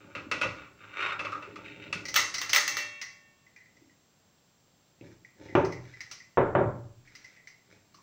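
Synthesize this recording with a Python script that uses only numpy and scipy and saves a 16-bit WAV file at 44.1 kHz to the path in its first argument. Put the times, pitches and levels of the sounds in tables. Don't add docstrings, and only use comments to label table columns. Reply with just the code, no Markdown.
import sys
import numpy as np
from scipy import signal
from scipy.fft import rfft, irfft
from scipy.io import wavfile
from scipy.ndimage import uniform_filter1d

SR = 44100
rng = np.random.default_rng(int(sys.argv[2]) if len(sys.argv) > 2 else 0)


def generate_wav(sig):
    pcm = np.round(np.clip(np.atleast_2d(sig).T, -1, 1) * 32767).astype(np.int16)
    wavfile.write(sys.argv[1], SR, pcm)


N = 353946
SIZE = 49152
AGE = np.arange(SIZE) / SR
TIME = np.arange(N) / SR

# (time [s], level [dB], brightness [dB per octave])
KNOCK_EVENTS = [(0.151, -5.5, 0.5), (0.314, 4, 3), (0.413, 4.5, 3.5), (0.432, 2, -1.5), (1.193, -2.5, 1.5),
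                (1.249, -4.5, 1), (1.32, -15, 5.5), (1.423, -13, 0.5), (1.558, -15, 3), (1.927, 0.5, 6)]
# (centre [Hz], width [Hz], lift [dB])
RIM_RESONANCES = [(594, 170, 10), (684, 61, -8), (1452, 69, 8.5), (1952, 72, 7), (2227, 810, 5.5),
                  (2612, 130, 8.5)]
# (frequency [Hz], level [dB])
RIM_SPECTRUM = [(120, -61), (200, -41.5), (415, -12), (453, -22.5), (624, -18), (694, -20.5), (1360, -0.5),
                (1690, -12.5), (2680, -9.5), (3500, -18.5), (4110, -19.5), (14000, -65)]
# (frequency [Hz], mean level [dB], nominal 60 dB decay time [s])
STEEL_MODES = [(589, -15, 1.2), (818, -15, 1.0), (1109, -11, 1.3), (1437, -13, .9), (1771, -14, .9),
               (1816, -4, 1.1), (1931, 0, .65), (1996, 0, .4), (2044, 1, .45), (2143, -6, .45),
               (2243, -7, 1.0), (2322, -3, .7), (2660, -6, .9), (2701, 4, .9), (3297, -8, .9),
               (3690, -10, .7), (4230, -5, .5), (4404, -3, .35), (4953, -7, .4), (5545, -2, .35),
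               (5792, -2, .25), (6212, -5, .35)]
# (start [s], length [s], shifting fruit [dB], brushed steel [dB])
HANDLING_MOVES = [(3.779, .03, -64.5, -84), (5.037, 0.075, -60, -63), (5.412, 0.12, -48, -60.5),
                  (5.84, 0.29, -70.5, -61.5), (7.064, 0.28, -72.5, -65), (7.701, 0.038, -59.5, -61.5),
                  (7.92, .11, -70, -73)]


def undb(db):
    return 10 ** (np.asarray(db) / 20)


def curve(rows, column=1):
    rows = np.asarray(rows)
    return np.interp(TIME, rows[:, 0], rows[:, column])


def unit(x):
    return x / np.sqrt(np.sum(x ** 2))


def add(out, s, x):
    start = int(max(s, 0) * SR)
    out[start:start + len(x)] += x[:N - start]


def through(x, response):
    return signal.fftconvolve(x, response)[:len(x)]


def colour(points, peaks=(), tilt_db=0, pivot_hz=2000, fine=0):
    hz = np.maximum(np.fft.rfftfreq(SIZE, 1 / SR), 10)
    at, db = np.transpose(points)
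    db = np.interp(np.log(hz), np.log(at), db)
    db = db + tilt_db * np.clip(np.log2(hz / pivot_hz), -1, 2)
    db = db + fine * hz / (hz + 800)
    for centre, width, lift in peaks:
        db = db + lift / (1 + (2 * (hz - centre) / width) ** 2)
    cepstrum = irfft(db * np.log(10) / 20)
    cepstrum[1:] *= 2
    cepstrum[SIZE // 2:] = 0
    return unit(irfft(np.exp(rfft(cepstrum))))


def ripple(width_hz, depth_db):
    count = max(int(width_hz * SIZE / SR), 1)
    wave = rng.standard_normal(SIZE // 2 + 1)
    wave = uniform_filter1d(uniform_filter1d(wave, count), count)
    return depth_db * wave / wave.std()


def burst(t60):
    return unit(rng.standard_normal(SIZE) * np.exp(-np.log(1000) * AGE / max(t60, 1 / SR)))


def kitchen():
    # (frequency [Hz], 60 dB decay time [s])
    room_decay = [(60, 0.99), (160, .6), (420, 0.47), (1100, 0.45), (2900, 0.36), (6000, 0.45),
                  (14000, 0.2)]
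    hz = np.log(np.fft.rfftfreq(SIZE, 1 / SR) + 1)
    at, t60 = np.transpose(room_decay)
    noise = rfft(rng.standard_normal(SIZE))
    bands = irfft([noise * np.interp(hz, np.log(at), share) for share in np.eye(len(at))])
    tail = np.sum(bands * np.exp(-np.log(1000) * AGE / t60[:, None]), axis=0)
    return unit(tail * (1 - np.exp(-AGE / 0.001)))


def ring(modes, push_s, scatter_db=2):
    hz, db, t60 = np.transpose(modes)[:, :, None]
    size = undb(db + scatter_db * rng.standard_normal(hz.shape))
    phase = 2 * np.pi * (hz * AGE + rng.random(hz.shape))
    swell = 1 - np.exp(-(AGE / push_s) ** 2)
    return unit(swell * np.sum(size * np.sin(phase) * np.exp(-np.log(1000) * AGE / t60), axis=0))


def blow(body, crack_s, room_db, click_db):
    push = burst(crack_s) + undb(room_db) * kitchen()
    push[0] += undb(click_db)
    return unit(through(push, body))


def grains(per_s, spread_db):
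    hit = rng.random(N) < per_s / SR
    size = undb(spread_db * np.clip(rng.standard_normal(N), -2, 2)) * rng.choice([-1, 1], N)
    return unit(hit * size) * np.sqrt(N)


def stroke(start, length):
    swell_db_per_s, fade_db_per_s = 348, 246.5
    before = np.maximum(start - TIME, 0)
    after = np.maximum(TIME - start - length, 0)
    return undb(-swell_db_per_s * before - fade_db_per_s * after)


def gesture(rows):
    return undb(curve(rows)) * stroke(rows[0][0], rows[-1][0] - rows[0][0])


def aftermath(events, fall_db_per_s, delay_s=0):
    out = np.zeros(N)
    for s, db, *_ in events:
        add(out, s + delay_s, undb(db - fall_db_per_s * AGE))
    return out


def knocks():
    # (frequency [Hz], level [dB])
    full_bowl = [(88, -37.5), (150, -21.5), (291, -6.5), (361, -15), (534, -4.5), (716, -15), (1290, -0.5),
                 (1790, -12), (2650, -5), (2980, -13), (6390, -27), (8070, -40.5), (15100, -59.5),
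                 (16000, -54.5)]
    out = np.zeros(N)
    fine = ripple(width_hz=40, depth_db=2.5)
    for s, db, tilt in KNOCK_EVENTS:
        body = colour(full_bowl, RIM_RESONANCES, tilt, fine=fine)
        hit = blow(body, crack_s=0.075, room_db=-1, click_db=-18)
        add(out, s, undb(db) * (hit + undb(-23.5) * ring(STEEL_MODES, push_s=0.00059)))
    return out


def catches():
    catch_db, catch_s = -13, .035
    stall = sum(np.exp(-(2 * (TIME - s) / catch_s + 1) ** 4) for s, *_ in KNOCK_EVENTS)
    return undb(catch_db * stall)


def scrape():
    # (time [s], level before the drag gain [dB], treble control [dB])
    drag = [(0.9, -62.5, -3), (1.028, -31, -2.5), (1.11, -35, -2), (1.342, -37, -12), (1.546, -58.5, 0),
            (1.556, -48.5, -8), (1.642, -55, -2), (1.652, -53.5, 3), (1.9, -63, -0.5)]
    # (start [s], length [s], level [dB])
    rubs = [(0, 0.01, -53), (0.133, 0.056, -45.5), (0.586, 0.039, -46.5), (0.835, 0.0075, -45),
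            (0.979, 0.026, -36.5), (1.832, .025, -52)]
    drag_db = -0.5
    neutral_treble_db, brightening = -2, 2.54
    pressure = undb(drag_db) * gesture(drag)
    pressure = pressure + sum(undb(db) * stroke(s, length) for s, length, db in rubs)
    slips = grains(per_s=450, spread_db=4) * pressure * catches()
    fine = ripple(width_hz=35, depth_db=3)
    rim = colour(RIM_SPECTRUM, RIM_RESONANCES, fine=fine)
    rubbed = through(slips, blow(rim, crack_s=.012, room_db=-1, click_db=0))
    groaning = colour(RIM_SPECTRUM, [(1220, 240, 16)], fine=fine)
    groan = through(slips, blow(groaning, crack_s=.012, room_db=-2, click_db=0))
    low = signal.sosfiltfilt(signal.butter(2, 1650, fs=SR, output="sos"), rubbed)
    high = rubbed - low
    bright = undb(brightening * (curve(drag, column=2) - neutral_treble_db))
    return low / np.maximum(bright, 1) ** 2 + high * bright + 1.29 * np.maximum(1 - bright, 0) * groan


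def berries():
    # (time [s], level before the pour gain [dB])
    pour = [(0.0, -50), (0.47, -51), (0.74, -59), (1.05, -53), (1.89, -48), (1.93, -43.5), (2.34, -58),
            (2.75, -50.5), (3.1, -91)]
    # (frequency [Hz], level [dB])
    fruit = [(15, -63.5), (25, -38), (102, 1.5), (244, -10), (301, 0.5), (345, -11), (407, -3), (452, -11),
             (557, -5), (752, -17.5), (900, -11.5), (1170, -42.5), (1980, -120)]
    pour_db = -3
    clump_db, drop_s, clump_fall_db_per_s = -46.5, .014, 300.5
    clumps = undb(clump_db) * aftermath(KNOCK_EVENTS, clump_fall_db_per_s, drop_s)
    shifts = sum(undb(db) * stroke(s, length) for s, length, db, _ in HANDLING_MOVES)
    flow = undb(pour_db) * gesture(pour) + clumps + shifts
    landings = grains(per_s=200, spread_db=3) * flow
    return through(landings, blow(colour(fruit), crack_s=0.012, room_db=-1.0, click_db=-1.0))


def clanks():
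    # (time [s], level [dB], brightness [dB per octave], ring against the blow [dB])
    taps = [(2.142, -0.5, 2, -5.5), (2.158, 4.5, -1.5, -9), (2.162, 11.5, 1, -12.5), (2.415, -1.5, 0, -8.5),
            (2.532, 9, 1, -3), (2.548, 5.5, 1.5, -13.5), (2.561, 10.5, 1.5, -11.5), (2.678, 1, 3.5, 0),
            (2.769, -0.5, 0.5, -1)]
    # (frequency [Hz], level [dB])
    empty_bowl = [(88, -55.5), (150, -34), (578, -14), (689, -19), (1340, -3.5), (1530, -11), (1980, -1.5),
                  (2220, -9.5), (3700, -11), (4080, -10.5), (5680, -9), (10200, -29.5), (13400, -34),
                  (14800, -17.5), (16000, -31.5)]
    # (centre [Hz], width [Hz], lift [dB])
    resonances = [(2020, 590, 5.7), (3900, 230, 4.5), (4477, 58, 5.7), (5480, 330, 2.6), (6290, 210, 9.8),
                  (14990, 760, 7.2)]
    release_s = 2.6
    hard_blow_db, clack_db = 1.5, -10.5
    out = np.zeros(N)
    fine = ripple(width_hz=40, depth_db=2.6)
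    rim = colour(RIM_SPECTRUM, [(1800, 350, 6.6), (3464, 1100, 14)], tilt_db=6.5)
    for s, db, tilt, ring_db in taps:
        body = colour(empty_bowl, resonances, tilt, fine=fine)
        hit = blow(body, crack_s=.018, room_db=2, click_db=-18)
        modes = np.array(STEEL_MODES) * [1, 1, 1.15 if s > release_s else .45]
        twin = ring(modes * [1.0025, 1, 1], push_s=.001)
        rung = ring(modes, push_s=.001) + .45 * twin
        clack_gain = undb(min(db - hard_blow_db, 0) * .5 + clack_db)
        clack = clack_gain * unit(through(burst(.024), rim))
        add(out, s, undb(db) * (hit + clack + undb(ring_db) * rung))
    return out


def tinkles():
    # (time [s], ping [dB], bright tick [dB])
    contacts = [(2.0537, -10.5, -11), (2.0842, -11, -8), (2.3416, -9.5, -1.5), (2.3815, -8, -4.5),
                (2.4942, -11, -2), (3.015, -8, -8.5), (3.4645, -29.5, -45), (3.5618, -21.5, -34.5),
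                (3.6576, -29, -46), (3.7673, -33.5, -40), (3.895, -35, -50), (5.2475, -22, -38),
                (5.4854, -19, -41), (5.6484, -15.5, -17), (5.7219, -13, -20.5), (5.9379, -18.5, -35),
                (6.0057, -11, -15.5), (6.1134, -24, -11.5), (6.2013, -21, -57), (7.0748, -27.5, -38),
                (7.1516, -21.5, -21), (7.2439, -19, -26.5), (7.3634, -25, -39), (7.4724, -18.5, -24.5),
                (7.9434, -56, -28.5)]
    # (frequency [Hz], mean level [dB], 60 dB decay time [s])
    ping_modes = [(1773, -12, 0.0043), (1908, -5, 0.098), (2025, 4.5, 0.062), (2190, -4, 0.054),
                  (2377, -8, 0.042), (2483, -9, .04)]
    # (frequency [Hz], level [dB])
    tick_spectrum = [(300, -23.5), (900, -19), (1300, -11.5), (2050, -14), (2800, -8), (3500, -16.5),
                     (4600, -7), (6000, -7), (7200, -22), (9500, -30.5), (12500, -47), (15300, -26.5)]
    # (centre [Hz], width [Hz], lift [dB])
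    resonances = [(5000, 250, 5.5), (5700, 200, 6.5), (6135, 180, 3.3)]
    jiggle_db, jiggle_fall_db_per_s = -45.5, 170
    body = colour(tick_spectrum, resonances, fine=ripple(width_hz=45, depth_db=3))
    stir = undb(jiggle_db) * aftermath(contacts, jiggle_fall_db_per_s)
    jiggle = grains(per_s=130, spread_db=3) * stir
    jiggled = ring(ping_modes, push_s=0.0018)
    out = through(jiggle, blow(jiggled, crack_s=0.0054, room_db=0.5, click_db=-1))
    for s, ping_db, tick_db in contacts:
        ping = blow(ring(ping_modes, push_s=0.00068), crack_s=0.013, room_db=0.5, click_db=-2)
        tick = blow(body, crack_s=0.098, room_db=-2.0, click_db=-17.0)
        tick = tick + undb(-15) * ring(STEEL_MODES, push_s=0.0009)
        add(out, s, undb(ping_db) * ping + undb(tick_db) * tick)
    return out


def thuds():
    # (time [s], level [dB], brightness [dB per octave], rocking time [s],
    # strongest resonance [Hz], edge clack [dB])
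    landings = [(5.011, -14, -11, 0.11, 308, -30), (5.552, 15, 1, 0.049, 384, -4),
                (6.373, 14.5, 1.5, 0.2, 460, -21.5), (6.551, 12.5, 3, 0.045, 562, -39),
                (6.589, 10, -2.5, 0.16, 590, -40)]
    # (frequency [Hz], level [dB])
    counter = [(15, -60), (25, -9), (48, -25.5), (117, 4.5), (199, -11.5), (382, 5.5), (442, -6.5),
               (576, 2), (682, -5), (911, -6.5), (1000, -6), (1410, -9.5), (3700, -43.5), (5850, -86.5),
               (8000, -65), (10400, -118.5), (17600, -120)]
    # (centre [Hz], width [Hz], lift [dB])
    resonances = [(125, 9.5, 4), (192, 44, 8.2), (740, 68, 0.5), (910, 87, 4.5)]
    # (frequency [Hz], mean level [dB], 60 dB decay time [s])
    pot_modes = [(106, -26, .5), (123.6, 1, .6), (166.8, 6.5, 0.59), (289, -2.5, 0.57), (343, -7, 0.47),
                 (378, 14.5, 0.3), (450, 8.5, 0.47), (567, 15, 0.23), (976, -7, 0.305)]
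    # (frequency [Hz], level [dB])
    base_edge = [(1200, -31.5), (2400, 9), (3000, -2), (3600, -7.5), (4500, -20), (6200, -16), (7500, -36),
                 (16000, -59)]
    out = np.zeros(N)
    fine = ripple(width_hz=25, depth_db=2)
    edge = colour(base_edge)
    for s, db, tilt, rock_s, hz, edge_db in landings:
        body = colour(counter, resonances + [(hz, 70, 7)], tilt, pivot_hz=500, fine=fine)
        hit = blow(body, crack_s=rock_s, room_db=4.0, click_db=-5.5)
        add(out, s, undb(db) * (hit + undb(-9.0) * ring(pot_modes, push_s=0.022)))
        add(out, s, undb(edge_db) * blow(edge, crack_s=.03, room_db=0.5, click_db=-4.5))
    return out


def bumps():
    # (time [s], level [dB], pitch [Hz])
    contacts = [(0.265, -14.5, 273), (1.473, -17, 409), (1.521, -17, 301), (1.951, -12.5, 164),
                (2.017, -18, 292), (3.815, -26.5, 300), (5.063, -25, 304), (7.945, -29, 1177),
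                (7.983, -31.5, 1050)]
    out = np.zeros(N)
    for s, db, hz in contacts:
        body = ring([(hz, 0, 10 / hz)], push_s=0.0069)
        add(out, s, undb(db) * blow(body, crack_s=0.024, room_db=-0.5, click_db=-2))
    return out


def handling():
    # (frequency [Hz], level [dB])
    brushed = [(200, -23.5), (900, -14.5), (1500, -1), (2250, 3.5), (3200, -10.5), (5800, -8), (8000, -30),
               (16000, -48)]
    pressure = sum(undb(db) * stroke(s, length) for s, length, _, db in HANDLING_MOVES)
    slips = grains(per_s=400, spread_db=4) * pressure
    body = colour(brushed, fine=ripple(width_hz=45, depth_db=3))
    return through(slips, blow(body, crack_s=0.0092, room_db=-1.5, click_db=-2))


def hiss():
    # (frequency [Hz], level [dB])
    quiet = [(25, -18.5), (60, -11.5), (110, -0.5), (170, -1.5), (330, -8.5), (900, -13), (2000, -18),
             (5000, -18), (6700, -18), (7300, -27), (8200, -33.5), (13500, -35), (15500, -26.5)]
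    # (centre [Hz], width [Hz], lift [dB])
    resonances = [(15300, 700, 7.1)]
    noise_db, whine_db, whine_hz = -66.5, -77.5, 7580
    waver = uniform_filter1d(rng.standard_normal(N), 400)
    pitch = whine_hz + 35 * waver / waver.std()
    whine = np.sqrt(2) * np.sin(2 * np.pi * np.cumsum(pitch) / SR)
    noise = through(rng.standard_normal(N), colour(quiet, resonances))
    return undb(noise_db) * noise + undb(whine_db) * whine


def scene():
    bowl = knocks() + scrape() + clanks() + tinkles()
    pot_and_fruit = thuds() + bumps() + berries()
    return (bowl + pot_and_fruit + handling() + hiss())[None]


def record(dry):
    top_hz = 15800
    return signal.sosfilt(signal.ellip(10, .2, 80, top_hz, fs=SR, output="sos"), dry)


dry = scene()
out = record(dry)
generate_wav(out)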